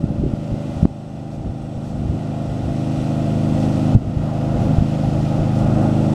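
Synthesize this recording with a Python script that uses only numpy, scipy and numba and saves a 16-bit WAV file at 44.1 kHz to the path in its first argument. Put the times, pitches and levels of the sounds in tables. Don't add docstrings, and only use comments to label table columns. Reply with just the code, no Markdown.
import sys
import numpy as np
from scipy import signal
from scipy.fft import rfft, irfft
from scipy.io import wavfile
from scipy.ndimage import uniform_filter1d
from numba import njit

SR = 44100
rng = np.random.default_rng(int(sys.argv[2]) if len(sys.argv) > 2 else 0)


def put_to_file(sound):
    columns = np.atleast_2d(sound).T
    safe = np.clip(columns, -1, 1)
    whole_steps = np.round(safe * 32767)
    wavfile.write(sys.argv[1], SR, whole_steps.astype(np.int16))


N = 270774
TIME = np.arange(N) / SR

# (time [s], engine cycles per second [Hz])
ENGINE_SPEED = [(0, 26.22), (1.2, 26.16), (1.6, 26.1), (2.1, 26.15), (4.1, 26.145), (4.5, 26.32),
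                (5.6, 26.17), (6.14, 26.24)]
# (time [s], exhaust [dB], deck [dB], hiss [dB])
APPROACH = [(0, -26, -38.5, -54), (.75, -25, -35, -48), (1.05, -26, -37.5, -50.5), (1.7, -26, -37, -53.5),
            (2.7, -21.5, -33, -46), (3.55, -17, -30.5, -43), (4.5, -15, -25.5, -41.5), (5.1, -17, -29, -42),
            (5.7, -15.5, -25.5, -44), (6.14, -15.5, -27, -44)]
# (place in the cycle [0-1], level [dB])
GAS_PULSES = [(0, -0.5), (0.371, 0), (0.718, -10)]
# (multiple of the cycle rate, relative level [dB])
DRONE_TONES = [(1, -20), (2, -11), (3, -47), (4, -0.5), (5, 1), (6, 2), (7, -8), (8, -1), (9, -4),
               (10, -0.5), (11, -9), (12, -6), (13, -24.5), (14, -15), (15, -21.5), (16, -37), (17, -24),
               (19, -17.5)]
# (time [s], tilt [dB/octave])
DRONE_TILT = [(0, 1), (1.2, 0.8), (2.2, .5), (3.0, 0.7), (3.8, 0.2), (4.5, -1.5), (5.3, -1), (6.14, 1)]
BOOM_HZ, BOOM_WIDTH_HZ, ASIDE_DB = 256, 15.4, -7
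FACING_S, FACING_LENGTH_S = 3.24, 1.3
FIRST_FIRING_S = .0317

# (frequency [Hz], relative level per Hz [dB])
DECK_SPECTRUM = [(150, -1), (300, 3), (390, -6.5), (440, -12), (510, 0.5), (620, 0), (720, -2.5), (830, -3),
                 (950, -16.5), (1100, -16.5), (1400, -14), (1650, -25.5), (2300, -31.5)]
# (multiple of the cycle rate, level relative to the deck [dB])
FAN_GEAR_WHINE = [(48, -24.5), (54, -27)]
WHINE_SWAY_DB = 2.2
# (multiple of the cycle rate,
# level outside the beam relative to the deck [dB], added at the beam's centre [dB],
# beam centre [s], time from centre until the added dB fall to 37 % [s])
BEAMED_TONES = [(20, -13, 9, 3.44, 0.34), (22, -11.5, 10, 0.66, 0.83), (24, -21.5, 16.5, 3.73, 0.62),
                (26, -10, 6, 3.1, 1.9), (30, -15.5, 6, 1.5, 1.7)]
# (frequency [Hz], level relative to the deck [dB])
BLADE_TONES = [(339, -18), (419, -15), (622, -14)]

# (frequency [Hz], relative level per Hz [dB])
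HISS_SPECTRUM = [(900, 9), (1650, -10.5), (1900, 4.5), (2250, -4), (2480, 3.5), (3200, 0.5), (4000, -3.5),
                 (5200, -4.5), (6200, -7.5), (7800, -9.5), (9500, -15.5), (11300, -19.5), (13000, -26),
                 (15600, -33)]
# (frequency [Hz], width [Hz], relative level [dB])
STEEL_MODES = [(2420, 91, 5), (2730, 160, 2), (3510, 300, 2), (4050, 90, 2.5), (4380, 110, -5),
               (5580, 210, 1.5), (5900, 140, -11), (6360, 180, -1), (7740, 280, 0.5), (8500, 200, -3),
               (9180, 250, -5), (11240, 200, -11), (12100, 200, -20)]
# (time [s], level relative to the hiss [dB])
SCRAPE_LEVEL = [(0, -14), (1.7, -6), (2.6, -9), (3.9, -11.5), (4.5, -30), (6.14, -6.5)]
# (peak time [s], time from peak to 37 % power [s], rise of the hiss before its low part is cut [dB])
THICK_TUFTS = [(1.34, .025, 5), (1.875, 0.038, 5.5), (3.63, .04, 3), (4.62, .025, 2.5), (5.59, 0.036, 4),
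               (5.83, 0.016, 3)]

# (frequency [Hz], relative level per Hz [dB])
RUMBLE_SPECTRUM = [(18, -40), (32, -9), (55, -4.5), (100, -5), (170, -10), (330, -16.5), (600, -35),
                   (1500, -85)]
# (peak time [s], time from peak to 37 % power [s], level before lift and buffeting [dB])
GUST_TIMES = [(0.133, .13, -25.5), (.3, 0.064, -27.5), (0.53, 0.023, -27.5), (0.805, 0.068, -26),
              (1.46, 0.1, -33.5), (1.777, 0.032, -30), (2.033, 0.097, -30), (2.706, 0.17, -34),
              (3.598, 0.36, -36.5), (4.08, 0.11, -23), (4.697, 0.15, -26), (5.082, 0.087, -22),
              (5.525, 0.15, -25.5)]
CALM_DB = -41.5
# (time [s], peak before the limiter [dB], pitch [Hz])
EDDIES = [(.042, -4, 175), (.105, -10.5, 160), (.239, -8.5, 255), (0.2468, -13, 132), (.265, -8.5, 255),
          (0.338, -5, 170), (.767, -17, 90), (0.8311, 1, 130), (0.8432, -7, 108), (0.8548, 7, 204),
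          (1.499, -17, 95), (1.778, -15.5, 70), (2.1, -18.5, 55), (3.954, 6, 107), (3.9629, 9, 140),
          (3.971, 4, 99), (4.172, -4, 90), (4.711, -4, 151), (4.786, 1.5, 90), (4.814, -6, 75),
          (4.825, -2.5, 165), (5.07, -19, 90)]

LIMIT_DB, ATTACK_S, RELEASE_S = -1.5, .0006, 0.51
FULL_SCALE_KNEE = 14
TOP_HZ = 15650


def undb(db):
    return 10 ** (np.asarray(db) / 20)


def unit(x):
    return x / np.sqrt(np.mean(x ** 2))


def curves(table):
    s, *columns = np.transpose(table)
    return [np.interp(TIME, s, column) for column in columns]


def walk(rate):
    k = max(int(SR / rate), 2)
    held = np.repeat(rng.standard_normal(N // k + 1), k)
    smooth = uniform_filter1d(uniform_filter1d(held, k), k)
    return 1.46 * smooth[:N]


def colour(x, points):
    hz, db = np.transpose(points)
    log_hz = np.log(np.maximum(np.fft.rfftfreq(N, 1 / SR), 1))
    gain = undb(np.interp(log_hz, np.log(hz), db, left=-90, right=-90))
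    return unit(irfft(rfft(x) * gain, N))


def swell(s, length):
    return np.exp(-((TIME - s) / length) ** 2)


def puff(turns, place, length):
    return np.exp(-((turns - place) % 1) / length)


def exhaust(turns, tilt_db, muffler_hz=110, muffler_q=0.35, uneven_db=0.5, flutter=.015, sway_db=1.0):
    cycle_hz = np.mean(np.array(ENGINE_SPEED)[:, 1])
    aside_db = ASIDE_DB * (1 - swell(FACING_S, FACING_LENGTH_S))
    drone = 0
    for k, db in DRONE_TONES:
        pulses = -sum(undb(size_db) * np.exp(-2j * np.pi * k * place) for place, size_db in GAS_PULSES)
        ratio = k * cycle_hz / muffler_hz
        muffler = 1 / (1 + 1j * muffler_q * (ratio - 1 / ratio))
        scatter = flutter * ratio * walk(25)
        phase = 2 * np.pi * k * turns + np.angle(pulses * muffler) + scatter
        boom = np.exp(-((k * cycle_hz - BOOM_HZ) / BOOM_WIDTH_HZ) ** 2)
        level_db = db + boom * aside_db + tilt_db * np.log2(k / 6) + sway_db * walk(3.134)
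        drone = drone + undb(level_db) * np.cos(phase)
    return unit(drone * undb(uneven_db * walk(52)))


def deck(turns, rap=0.15, surge_db=0.76, roar_db=1.07, waver=0.094):
    gate = 1 + rap * sum(puff(turns, place, length=0.1) for place, _ in GAS_PULSES)
    churn = rng.standard_normal(N) * gate * undb(surge_db * walk(14))
    roar = undb(roar_db) * colour(churn, DECK_SPECTRUM)

    tones = list(FAN_GEAR_WHINE)
    for k, db, beam_db, s, length in BEAMED_TONES:
        tones.append((k, db + beam_db * swell(s, length)))
    whine = 0
    for k, db in tones:
        phase = 2 * np.pi * k * turns + waver * walk(6.9)
        whine = whine + undb(db + WHINE_SWAY_DB * walk(3.23)) * np.sin(phase)

    blade_time = TIME + np.cumsum(0.0027 * walk(4.08)) / SR
    blades = 0
    for hz, db in BLADE_TONES:
        blades = blades + undb(db + 1.9 * walk(2.52)) * np.sin(2 * np.pi * hz * blade_time)
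    return roar + whine + blades


def hiss(turns, tappet=0.42, chop=0.071, stems_per_s=900, stem_size=1.65, flicker_db=0.35):
    tick = tappet * puff(turns, place=0.55, length=0.073)
    throb = chop * np.sin(2 * np.pi * turns * len(GAS_PULSES))
    air = rng.standard_normal(N) * (1 + tick + throb)
    stems = (rng.random(N) < stems_per_s / SR) * rng.standard_normal(N) * stem_size
    return colour((air + stems) * undb(flicker_db * walk(15)), HISS_SPECTRUM)


def blade_ring(tuft_db=1.5):
    scrape_db, = curves(SCRAPE_LEVEL)
    f = np.fft.rfftfreq(N, 1 / SR)
    modes = sum(undb(db) / (1 + ((f - hz) / width_hz * 2) ** 2) for hz, width_hz, db in STEEL_MODES)
    rub = rng.standard_normal(N) * undb(tuft_db * walk(7.8))
    return unit(irfft(rfft(rub) * modes, N)) * undb(scrape_db)


def wind(lift_db=2.0, buffet_db=4.5):
    gusts = sum(undb(db) ** 2 * swell(s, length) for s, length, db in GUST_TIMES)
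    power = undb(CALM_DB) ** 2 + gusts
    rumble = colour(rng.standard_normal(N), RUMBLE_SPECTRUM)
    return rumble * np.sqrt(power) * undb(lift_db + buffet_db * walk(18))


def knocks(cycles=0.41):
    total = 0
    for s, db, hz in EDDIES:
        swing = swell(s, cycles / hz) * np.cos(2 * np.pi * hz * (TIME - s))
        total = total + undb(db) * swing
    return total


def swishes(corner_hz=4500):
    power = sum((undb(db) ** 2 - 1) * swell(s, length) for s, length, db in THICK_TUFTS)
    shred = colour(rng.standard_normal(N), HISS_SPECTRUM)
    high_pass = signal.butter(2, corner_hz, "high", fs=SR, output="sos")
    return np.sqrt(power) * signal.sosfilt(high_pass, shred)


@njit
def follow(excess, attack, release):
    out, held = np.empty(len(excess)), 0.
    for i in range(len(excess)):
        held += (excess[i] - held) * (attack if excess[i] > held else release)
        out[i] = held
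    return out


def limiter(x):
    excess_db = np.maximum(20 * np.log10(np.abs(x) + 1e-9) - LIMIT_DB, 0)
    cut_db = follow(excess_db, 1 / (ATTACK_S * SR), 1 / (RELEASE_S * SR))
    return x * undb(-cut_db)


def scene():
    cycle_hz, = curves(ENGINE_SPEED)
    turns = np.cumsum(cycle_hz) / SR - FIRST_FIRING_S * cycle_hz[0]
    exhaust_db, deck_db, hiss_db = curves(APPROACH)
    tilt_db, = curves(DRONE_TILT)
    drone = exhaust(turns, tilt_db) * undb(exhaust_db)
    roar = deck(turns) * undb(deck_db)
    cutting = (hiss(turns) + blade_ring() + swishes()) * undb(hiss_db)
    return (drone + roar + cutting + wind() + knocks())[None]


def record(dry):
    fade = np.clip(np.minimum(TIME, TIME[-1] - TIME) / .004, 0, 1)
    limited = limiter(dry[0]) * fade
    rounded = limited / (1 + np.abs(limited) ** FULL_SCALE_KNEE) ** (1 / FULL_SCALE_KNEE)
    low_pass = signal.ellip(8, .05, 60, TOP_HZ, fs=SR, output="sos")
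    return signal.sosfiltfilt(low_pass, rounded)[None]


dry = scene()
out = record(dry)
put_to_file(out)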